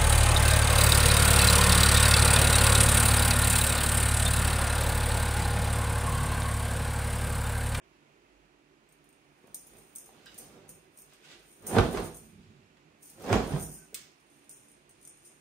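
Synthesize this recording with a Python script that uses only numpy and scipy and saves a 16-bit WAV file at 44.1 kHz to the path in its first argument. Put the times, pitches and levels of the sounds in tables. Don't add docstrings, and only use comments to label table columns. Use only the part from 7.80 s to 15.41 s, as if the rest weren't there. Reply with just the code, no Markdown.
import sys
import numpy as np
from scipy import signal
from scipy.fft import rfft, irfft
from scipy.io import wavfile

SR = 44100
rng = np.random.default_rng(int(sys.argv[2]) if len(sys.argv) > 2 else 0)


def how_loud(loudness_db):
    steps = np.asarray(loudness_db, float) / 20
    return 10 ** steps


def output_pcm(signal):
    pcm = np.clip(np.atleast_2d(signal).T, -1, 1) * 32767
    wavfile.write(sys.argv[1], SR, np.round(pcm).astype(np.int16))


N = 335452
BUILD, SETTLE_BUILD = 0.79, 0.02


def evened(x):
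    return x / np.sqrt(np.mean(x ** 2) + 1e-20)


def read(points, hz):
    f, value = np.transpose(points)
    return np.interp(np.log(hz + 1), np.log(f + 1), value)


def causal(points, tilt_db=0):
    hz = abs(np.fft.fftfreq(4096, 1 / SR))
    gain_db = read(points, hz) + tilt_db * np.log2(hz / 1000 + .05)
    log_gain = np.log(how_loud(np.maximum(gain_db, -100)))
    return np.fft.ifft(np.exp(np.conj(signal.hilbert(log_gain)))).real[:2048]


def coloured(x, points):
    return signal.oaconvolve(x, causal(points)[None], axes=1)[:, :N]


def ring(x, hz, width_hz):
    r = np.exp(-np.pi * width_hz / SR)
    return 2 * signal.lfilter([1 - r], [1, -r * np.exp(2j * np.pi * hz / SR)], x).real


def pair(length, same, field_db):
    hz = np.fft.rfftfreq(1024, 1 / SR)[:, None]
    s = np.arange(length // 256 + 5) * 256 / SR
    a, b, c, d = rng.standard_normal((len(s), 513, 4)).T
    same = np.clip(read(same, hz), -1, 1)
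    left = a + 1j * b
    right = same * left + np.sqrt(1 - same ** 2) * (c + 1j * d)
    z = np.array([left, right]) * how_loud(field_db(hz, s))
    return signal.istft(z, nperseg=1024, noverlap=768)[1][:, :length]


def add(mix, s, sound, pan_db=0, lag=0):
    for side, channel in enumerate(mix):
        part = channel[round(s * SR) + side * lag:][:len(sound)]
        part += sound[:len(part)] * how_loud((.5 - side) * pan_db)


def grains(per_s, spread_db):
    at = 8 + np.flatnonzero(rng.random(N - 16) < per_s / SR)
    size = how_loud(spread_db * np.minimum(rng.exponential(1, len(at)), 5))
    size = size * rng.choice([-1., 1.], len(at))
    out = np.zeros((2, N))
    out[0, at] = size
    np.add.at(out[1], at + rng.integers(-8, 9, len(at)), size)
    return out


def swells(rows, share=1, offset_db=0, build=BUILD):
    s, db, fade_s = np.transpose(rows)[:, :, None]
    late = (np.arange(0, N / SR + .002, .001) - s) / np.maximum(fade_s, .01)
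    level_db = share * (db - 20 * np.maximum(late, -late / build)) + offset_db
    return (how_loud(level_db) ** 2).sum(0)


def as_gain(power):
    return np.interp(np.arange(N) / SR * 1000, np.arange(len(power)), np.sqrt(power))


# freq_hz, density_db_per_hz
PUSH = [(15, -40), (25, -9), (48, -5.5), (75, -6), (102, -0.5), (237, 0), (310, -8), (400, -9.5),
        (520, -33.5), (880, -120)]
FLAP = [(80, -35.5), (200, -0.5), (400, -0.5), (800, -7.5), (1400, -14.5), (2500, -25.5), (5000, -46.5)]
RUSTLE = [(500, -44), (1200, -4.5), (2200, 0), (3500, 1), (5500, -7), (8000, -8.5), (11000, -20.5),
          (15500, -23.5)]
HISS = [(2000, -30), (4000, -4), (6300, 0), (8500, -3.5), (11000, -10), (13500, -7), (15500, -9)]
# peak_s, force_db, fade_20db_s
FLAPS = [(1.21, -83, -0.3), (1.7, -62, 0.32), (1.95, -59, .25), (2.22, -60, 0.06), (2.37, -60, 0.43),
         (2.62, -57, 0.41), (2.76, -55.5, 0.38), (3.2, -71.5, 0.2), (3.52, -59, 0.28), (3.845, -52, .04),
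         (3.885, -46, .08), (3.96, -26.5, 0.0888), (3.988, -20, 0.1041), (4.1, -49, 0.19),
         (4.15, -33.5, 0.0562), (4.178, -31, 0.1333), (4.225, -41, 0.0935), (5.4, -45, 0),
         (5.469, -36, 0.0962), (5.54, -20.5, 0.1056), (5.64, -36, 0.0931), (5.725, -32.5, 0.0716),
         (5.761, -35.5, 0.0941), (5.87, -54, 0.2), (6.134, -52, -0.01), (6.86, -74, -1), (7.13, -67, -0.1),
         (7.49, -67.5, 0.1)]
# peak_s, force_db, fade_20db_s
SWINGS = [(1.94, -70, -1.5), (2.37, -68, -1.2), (2.85, -61, 0.3), (4.05, -34.5, 0.1534),
          (4.22, -42.5, 0.16), (4.45, -56, .2), (4.6, -53.5, 0.32), (4.8, -60, .12), (5.08, -71.5, 1),
          (5.6, -34.5, 0.1928), (5.76, -33, 0.1336), (5.9, -58, 0.36), (6.2, -69, 0.2), (6.85, -66.5, 0.25),
          (7.2, -69, 0.4), (7.39, -70, 0)]
# peak_s, force_db, fade_20db_s
RUBS = [(1.94, -66, 0.3), (2.5, -59.5, 0.58), (3.335, -59.5, .12), (3.45, -54, 0.07), (3.515, -49, 0.12),
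        (3.6, -66, 0.45), (4.63, -67.5, 0.9), (5.3, -70, .2), (6.735, -71, 1.6), (7.25, -70.5, 0.7),
        (7.5, -75.5, 1.5)]
# peak_s, force_db, fade_20db_s
WHIPS = [(3.3, -67.5, .15), (3.99, -50, 0.13), (4.17, -56, 0.07), (5.3, -58, .09), (5.44, -55, .08),
         (5.535, -45, 0.1966), (5.75, -57, 0.2), (4.08, -62, .2), (5.63, -58, 0.18), (2.6, -58, 0.25)]
# peak_s, force_db, fade_20db_s
YANK = [
    (6.15, -43.5, 0.12),
]


def sheet():
    push = swells(FLAPS, share=0.97, offset_db=-10.5) + swells(SWINGS)
    flap = swells(FLAPS)
    rustle = swells(FLAPS, share=0.87, offset_db=-18.5) + swells(RUBS)
    rustle = rustle + swells(YANK, 1.0, -3.5, SETTLE_BUILD)
    hiss = swells(WHIPS) + swells(YANK, .99, -4, SETTLE_BUILD)
    layers = [(push, PUSH, grains(per_s=600, spread_db=3.5)),
              (flap, FLAP, grains(per_s=1500, spread_db=2.5)),
              (rustle, RUSTLE, grains(per_s=6000, spread_db=2.0)),
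              (hiss, HISS, grains(per_s=3000, spread_db=3.0))]
    return sum(how_loud(-2.5) * as_gain(power) * evened(coloured(hits, colour)) for power, colour, hits in layers)


# freq_hz, density_db_per_hz
SLAP = [(60, -28.5), (200, -4), (500, 2), (1000, -3.5), (2000, -13), (4000, -25), (8000, -35.5),
        (15500, -52.5)]
# start_s, peak_db, tilt_db_per_octave, pan_db
SLAPS = [(1.642, -45, -3, 3), (1.679, -53, 1, -8), (2.291, -42, -2, -2), (3.514, -48, 6, -10),
         (3.876, -44, 3.5, 3), (3.912, -30, 2.5, -6), (3.967, -6.5, -4, -1.5), (3.985, -10, 2, -6),
         (3.992, -16, -0.9, -17), (4.148, -21, -1, 0), (4.173, -21.5, 4, -5.5), (4.971, -50, 6.5, -1),
         (5.441, -37, 3, -2.5), (5.492, -28, 4.5, -7), (5.528, -10.5, 3, -7), (5.54, -14, 1, 0),
         (5.555, -19, -0.5, -6), (5.695, -30, -1.5, 6), (5.749, -27.5, -0.5, -4.5), (3.324, -46, 5, 3),
         (3.502, -49.5, 4, -3), (3.835, -46, -0.5, -3), (3.848, -44, 0, -3), (3.896, -34, 0, -2.5),
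         (3.95, -19.5, -2.5, -3), (5.381, -46, -3, -3), (5.407, -43, 2, -3), (5.501, -20.5, -1, -5),
         (5.724, -30, 1, -3), (5.762, -28.5, -1.5, -3), (4.2, -34, 0, -6)]


def slaps():
    out, t = np.zeros((2, N)), np.arange(600) / SR
    for s, db, tilt_db, pan_db in SLAPS:
        noise = rng.standard_normal(600)
        folds = rfft(noise * np.exp(-t / 0.0035))
        folds = irfft(folds / abs(folds) ** .6, 600) * np.exp(-t / .006)
        burst = np.convolve(folds, causal(SLAP, tilt_db))
        add(out, s, how_loud(db - 4.5) * burst / abs(burst).max(), pan_db + 5.0, round(1.1 * noise[-1]))
    return out


# start_s, peak_db, pitch_hz, length_cycles
THUMPS = [(3.965, -24.5, 104.5, 5.2), (3.97, -22.5, 238, 9.45), (3.985, -25.5, 52.5, 1.68),
          (4.0, -29.5, 140.3, 5.1), (4.16, -39, 51.2, 3), (3.962, -18, 429, 4.1), (3.984, -17, 749, 5.5),
          (5.498, -28, 104, 5.8), (5.53, -31.5, 53, 2.8), (5.55, -34.5, 168, 5.9), (5.724, -31, 138, 6.3),
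          (6.126, -49.5, 430, 4.8)]


def thumps():
    out = np.zeros((2, N))
    for s, db, hz, cycles in THUMPS:
        turns = np.arange(0, cycles, hz / SR)
        add(out, s, how_loud(db) * np.sin(2 * np.pi * turns) * np.sin(np.pi * turns / cycles) ** 2)
    return out


# pitch_hz, width_hz, level_db
TRINKET = [(6730, 777, -1), (12380, 283, -4), (13800, 700, -6), (14970, 700, -7)]
# start_s, peak_db, main_ring_hz
TICKS = [(1.1233, -54, 9200), (1.2421, -58, 9400), (1.3274, -55, 8700), (1.7449, -27, 8900),
         (1.8687, -46, 9800), (1.969, -48, 9000), (2.159, -32.5, 8900), (2.5436, -43.5, 9200),
         (2.586, -38, 9040), (2.8916, -35, 8860), (3.187, -46, 9300), (3.3343, -50, 8550),
         (3.8689, -27.5, 8610), (4.129, -40, 8700), (4.242, -39.5, 9170), (4.3694, -45, 8430),
         (5.23, -47, 8900), (5.2985, -45, 9300), (5.8267, -36, 8970), (5.914, -42, 9100),
         (6.5021, -60, 8960), (6.694, -37, 8700), (6.8853, -49, 9200), (7.0932, -49.5, 8800),
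         (7.251, -40.5, 8900), (7.3736, -51, 9250), (7.4508, -47, 8800)]
# start_s, peak_db
MORE_TICKS = [(1.0897, -59), (1.2895, -54.5), (1.6721, -56.5), (1.799, -56), (1.9365, -48.5), (1.9844, -47),
              (2.1521, -37), (2.1834, -33), (2.2588, -48), (2.28, -51), (2.5786, -42), (2.8823, -51),
              (3.1742, -43), (3.2186, -45.5), (3.5944, -56), (3.8227, -48.5), (3.882, -36), (4.1994, -42),
              (5.4222, -47.5), (5.6781, -44.5), (5.7754, -43), (6.0473, -55), (4.1098, -45), (4.3445, -40),
              (5.798, -34.5), (5.9386, -40), (6.402, -62.5), (7.212, -55), (6.643, -59), (6.711, -39.5),
              (6.9153, -53), (7.1094, -46.5), (7.228, -47), (7.2745, -38), (7.295, -46)]
SHADED_FROM_S = 6.0


def ticks():
    out, t = np.zeros((2, N)), np.arange(1800) / SR
    more_ticks = [(s, db, 9000 + 180 * rng.standard_normal()) for s, db in MORE_TICKS]
    for s, db, main_hz in [*TICKS, *more_ticks]:
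        luck = rng.standard_normal(1800)
        upper_db = -14.5 if s < SHADED_FROM_S else -22
        blow = luck * (np.exp(-t / 0.0013) + 0.21 * np.exp(-t / 0.013))
        tick = evened(ring(ring(blow, main_hz, 650), main_hz, 2500))
        for (hz, width_hz, level_db), u, v in zip(TRINKET, luck[300:], luck[350:]):
            side_db = upper_db + 11.5 if hz > main_hz else .5 * upper_db - 2.5
            side = ring(ring(blow, hz * (1 + v / 60), width_hz), hz, 2000)
            tick = tick + how_loud(level_db + 2 * u + side_db) * evened(side)
        add(out, s, how_loud(db + 1.5) * tick / abs(tick).max(), 1.4 * luck[398], round(.8 * luck[397]))
    return out


# freq_hz, density_db_per_hz
RATTLE = [(2650, -52.5), (4500, -22), (5430, -16.5), (6580, -9.5), (7800, -17.5), (8800, -2), (9350, -1),
          (10000, -19), (10700, -18), (12300, -13), (14900, -12), (15600, -15.5)]
# peak_s, force_db, fade_20db_s
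JINGLES = [(2.0, -66, 0.69), (3.2, -59, 0.1), (3.45, -72.5, 0.1), (3.72, -62.5, 0.26), (4.14, -51.5, 0.11),
           (4.255, -49, 0.08), (4.37, -52.5, 0.09), (4.45, -62, 0.13), (5.26, -57, 0.07), (5.3, -54, 0.01),
           (5.7, -54, .15), (5.83, -44.5, 0.14), (5.94, -52.5, 0.17), (6.55, -72.5, 0.7), (7.28, -59, 0.17),
           (7.47, -60, 0.16), (6.92, -67, 0.15)]
# start_s, force_db, fade_20db_s
SHIVERS = [(2.583, -50, 0.13), (3.867, -42, 0.23), (5.226, -58, .3), (6.5, -66.5, .3), (6.695, -53, 0.23),
           (7.452, -56, .16), (5.81, -50, .1), (5.915, -51, .15), (2.893, -56, .12)]


def rattle():
    contacts = coloured(grains(per_s=3000, spread_db=2.2), RATTLE)
    upper = signal.sosfilt(signal.butter(4, 10500, "high", fs=SR, output="sos"), contacts)
    lower = signal.sosfilt(signal.butter(4, 10500, fs=SR, output="sos"), contacts)
    contacts = lower + upper * how_loud(-6.0 * (np.arange(N) / SR > SHADED_FROM_S))
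    after_ticks = [(row[0], row[1], 0.13) for row in [*TICKS, *MORE_TICKS]]
    settling = swells(after_ticks, 1, -21.5, SETTLE_BUILD)
    hard_flaps = [row for row in FLAPS if row[1] > -50]
    shaken = swells(hard_flaps, share=0.35, offset_db=-55.5)
    stirred = settling + shaken + swells(JINGLES) + swells(SHIVERS, build=SETTLE_BUILD)
    return how_loud(0.5) * as_gain(stirred) * evened(contacts)


def trinkets():
    return (ticks() + rattle()) * how_loud(2 * np.array([[.5], [-.5]]))


# freq_hz, density_db_per_hz
CLICK = [(1000, -43.5), (2200, -3.5), (4000, -5), (7000, -1), (8800, 8.5), (10200, -7), (13500, 0),
         (15500, -1)]
# start_s, peak_db,
# tilt_db_per_octave
SNAPS = [(6.1445, -17, -.5), (6.1468, -18, -.5), (6.15, -19.5, -.5), (2.4595, -36, 1), (1.7452, -24, 6),
         (1.7475, -33, 8), (3.8682, -29, 5)]


def snaps():
    out = np.zeros((2, N))
    for (s, db, tilt_db), lag in zip(SNAPS, rng.integers(-1, 2, len(SNAPS))):
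        click = causal(CLICK, tilt_db)[:400]
        add(out, s, how_loud(db) * click / abs(click).max(), 0, lag)
    return out


# pitch_hz, width_hz, level_db, joins_after_s, lasts_s
CREAK = [(1540, 200, -1.5, 0.00088, .011), (1700, 230, -14, .025, .016), (2940, 220, -2, 0, .034),
         (3750, 300, -4, 0.0079, 0.0088), (4900, 620, -5, 0, 0.018)]


def creak():
    out, t = np.zeros((2, N)), np.arange(2000) / SR
    slips = rng.standard_normal(2000) * (rng.random(2000) < .1)
    for hz, width_hz, db, after_s, lasts_s in CREAK:
        tone = ring(ring(slips * (t < lasts_s), hz, width_hz), hz, 2 * width_hz)
        add(out, 2.459 + after_s, how_loud(-60.5 + db) * evened(tone))
    return out


# time_s, pitch_hz, level_db
SQUEAK = [(5.97, 1590, -81), (5.99, 1540, -66), (6.008, 1530, -75), (6.025, 1530, -65), (6.06, 1506, -71)]


def squeak():
    out, (s, hz, db) = np.zeros((2, N)), np.transpose(SQUEAK)
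    t = np.arange(s[0], s[-1], 1 / SR)
    phase = 2 * np.pi * np.cumsum(np.interp(t, s, hz)) / SR
    add(out, s[0], np.sqrt(2) * how_loud(np.interp(t, s, db)) * np.sin(phase))
    return out


def taking_turns(k, rate_hz):
    return np.sqrt(2 / 3) * np.cos(2 * np.pi * rate_hz * np.arange(N) / SR + k * np.pi / 3)


def early(x):
    treble = signal.sosfilt(signal.butter(2, 700, "high", fs=SR, output="sos"), x)
    out = np.zeros((2, N))
    for k in range(3):
        taps = np.zeros((2, 700))
        at = np.geomspace(20, 600, 12).astype(int) + rng.integers(0, 40, (2, 12))
        np.put_along_axis(taps, at, rng.choice([-1., 1.], at.shape) * how_loud(-10.5), 1)
        out += signal.oaconvolve((treble * taking_turns(k, 11))[None], taps, axes=1)[:, :N]
    return out


# freq_hz, t60_s
HALL = [(60, 0.31), (200, 0.36), (600, 0.34), (2000, 0.36), (5000, 0.53), (9000, 0.24), (15000, 0.26)]
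# freq_hz, likeness
HALL_SAME = [(60, 0.91), (180, 1), (550, 0.57), (1650, 0.14), (4970, 0.025), (15000, 0.0094)]
# pitch_hz, width_hz, level_db
BOOMS = [(54.9, 3.3, 9.5), (102, 9.7, 0.5), (158, 6.5, 9.5), (220, 10.4, -2), (368.5, 27, -5),
         (405, 39, -6.5), (537, 14.8, -9), (763, 31, 1.5)]


def hall(x):
    out = np.zeros((2, N))
    for k in range(3):
        tail = pair(30000, HALL_SAME, lambda hz, s: -60 * s / read(HALL, hz))
        tail = tail * np.clip((np.arange(30000) / SR - .003) / 0.002, 0, 1)
        tail = tail / np.linalg.norm(tail[0])
        out += signal.fftconvolve((x * taking_turns(k, 7))[None], tail, axes=1)[:, :N]
    booms = sum(how_loud(db) * ring(x, hz, width_hz) for hz, width_hz, db in BOOMS)
    return how_loud(-0.5) * out + booms


# freq_hz, density_db_per_hz
HUM = [(18, -35), (30, -6), (55, -10.5), (114, -15), (137, -9.5), (284, -8), (315, -3), (389, -5.5),
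       (546, -10), (606, -8.5), (2240, -14.5), (5590, -24.5), (11300, -32), (13300, -37), (15500, -34.5)]
# freq_hz, likeness
HUM_SAME = [(60, 0.85), (300, 1), (700, 0.48), (1500, 0.36), (3000, 0.21), (8000, 0.07)]
# pitch_hz, width_hz, level_db
DRONES = [(48.6, 5.4, -80.5), (146.1, 12, -78), (222, 19, -83), (288, 5.4, -76.5), (351, 32, -77.5),
          (392.3, 14, -80.5), (616, 15, -89)]
# time_s, level_db
RUMBLE = [(0.0, -72), (0.21, -86), (0.41, -86), (0.57, -71), (0.78, -83), (1.69, -84), (1.91, -71),
          (2.87, -81), (3.37, -80), (3.7, -81)]


def slow_swell(s):
    rates_hz = np.geomspace(.3, 6, 20)
    return evened(sum(np.sin(2 * np.pi * (f * s + rng.random())) / np.sqrt(f) for f in rates_hz))


def hum():
    def wash_db(hz, s):
        level_db = np.maximum(read(HUM, hz), -33 - 60 * (hz < 5000))
        for centre_hz, width_hz, db in [(350.4, 160, 1.7), (2540, 700, 4.5), (6670, 550, 3.8)]:
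            level_db = level_db + db / (1 + (2 * (hz - centre_hz) / width_hz) ** 2)
        return level_db + .5 * slow_swell(s)

    wash = how_loud(-66) * evened(pair(N, HUM_SAME, wash_db))
    tones = []
    for hz, width_hz, db in DRONES:
        noise = rng.standard_normal(N)
        tones.append(how_loud(db) * evened(ring(ring(noise, hz, width_hz), hz, width_hz)))
    rumble_db = np.interp(np.arange(N) / SR, *np.transpose(RUMBLE), right=-90)
    tones[0] = tones[0] * how_loud(rumble_db + 80)
    left, right = wash + sum(tones)
    return np.array([np.roll(left, 17) * how_loud(0.1), right * how_loud(2.0)])


def scene():
    direct = how_loud(-2.5) * sheet() + slaps() + thumps() + trinkets() + snaps() + creak()
    centre = direct.mean(0)
    return direct + early(centre) + how_loud(-1.0) * hall(centre) + squeak() + hum()


# freq_hz, level_db
MASKING = [(2800, -45), (3400, -26), (4700, -20.5), (6000, -33), (9500, -33), (10300, -21), (11200, -15),
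           (12200, -20), (15000, -18)]
# freq_hz, level_db_per_bin
QUIET = [(12700, -130), (12900, -106), (14500, -107), (15600, -114)]


def gate_treble(x):
    hz, _, z = signal.stft(np.roll(x, -92, 1), SR, "cosine", 2048, 1024)
    power = abs(z[:, :1024].reshape(2, 128, 8, -1)) ** 2
    band_db = 10 * np.log10(power.mean((0, 2)) + 1e-20)
    band_hz = hz[4:1024:8, None]
    peak_db = signal.lfilter([.4, .35, .25], 1, band_db[36:92].max(0))
    whim_db = 3.5 * rng.standard_normal(band_db.shape[::-1]).T
    unmasked = band_db > peak_db + whim_db + read(MASKING, band_hz)
    audible = band_db > read(QUIET, band_hz)
    keep = unmasked & audible | (band_hz < 2800)
    z[:, :1024] *= np.repeat(keep, 8, axis=0)
    return np.roll(signal.istft(z, SR, "cosine", 2048, 1024)[1][:, :N], 92, 1)


# freq_hz, left_minus_right_db
PORTS = [(60, -5.5), (300, -4), (1000, -3.5), (3000, -4), (6000, -3), (9000, -1), (14000, -1.5)]


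def ports_and_limits(dry):
    hz = np.fft.rfftfreq(N, 1 / SR)
    lean_db = read(PORTS, hz) * np.array([[.5], [-.5]])
    limits = how_loud(-35 * (hz > 15680)) / np.sqrt(1 + (41 / (hz + 1)) ** 16)
    return irfft(rfft(dry) * how_loud(lean_db) * limits, N)


def top_cut(x):
    return signal.sosfilt(signal.butter(12, 16850, fs=SR, output="sos"), x)


def record(dry):
    mix = gate_treble(ports_and_limits(dry))
    return top_cut(mix)


dry = scene()
out = record(dry)
output_pcm(out)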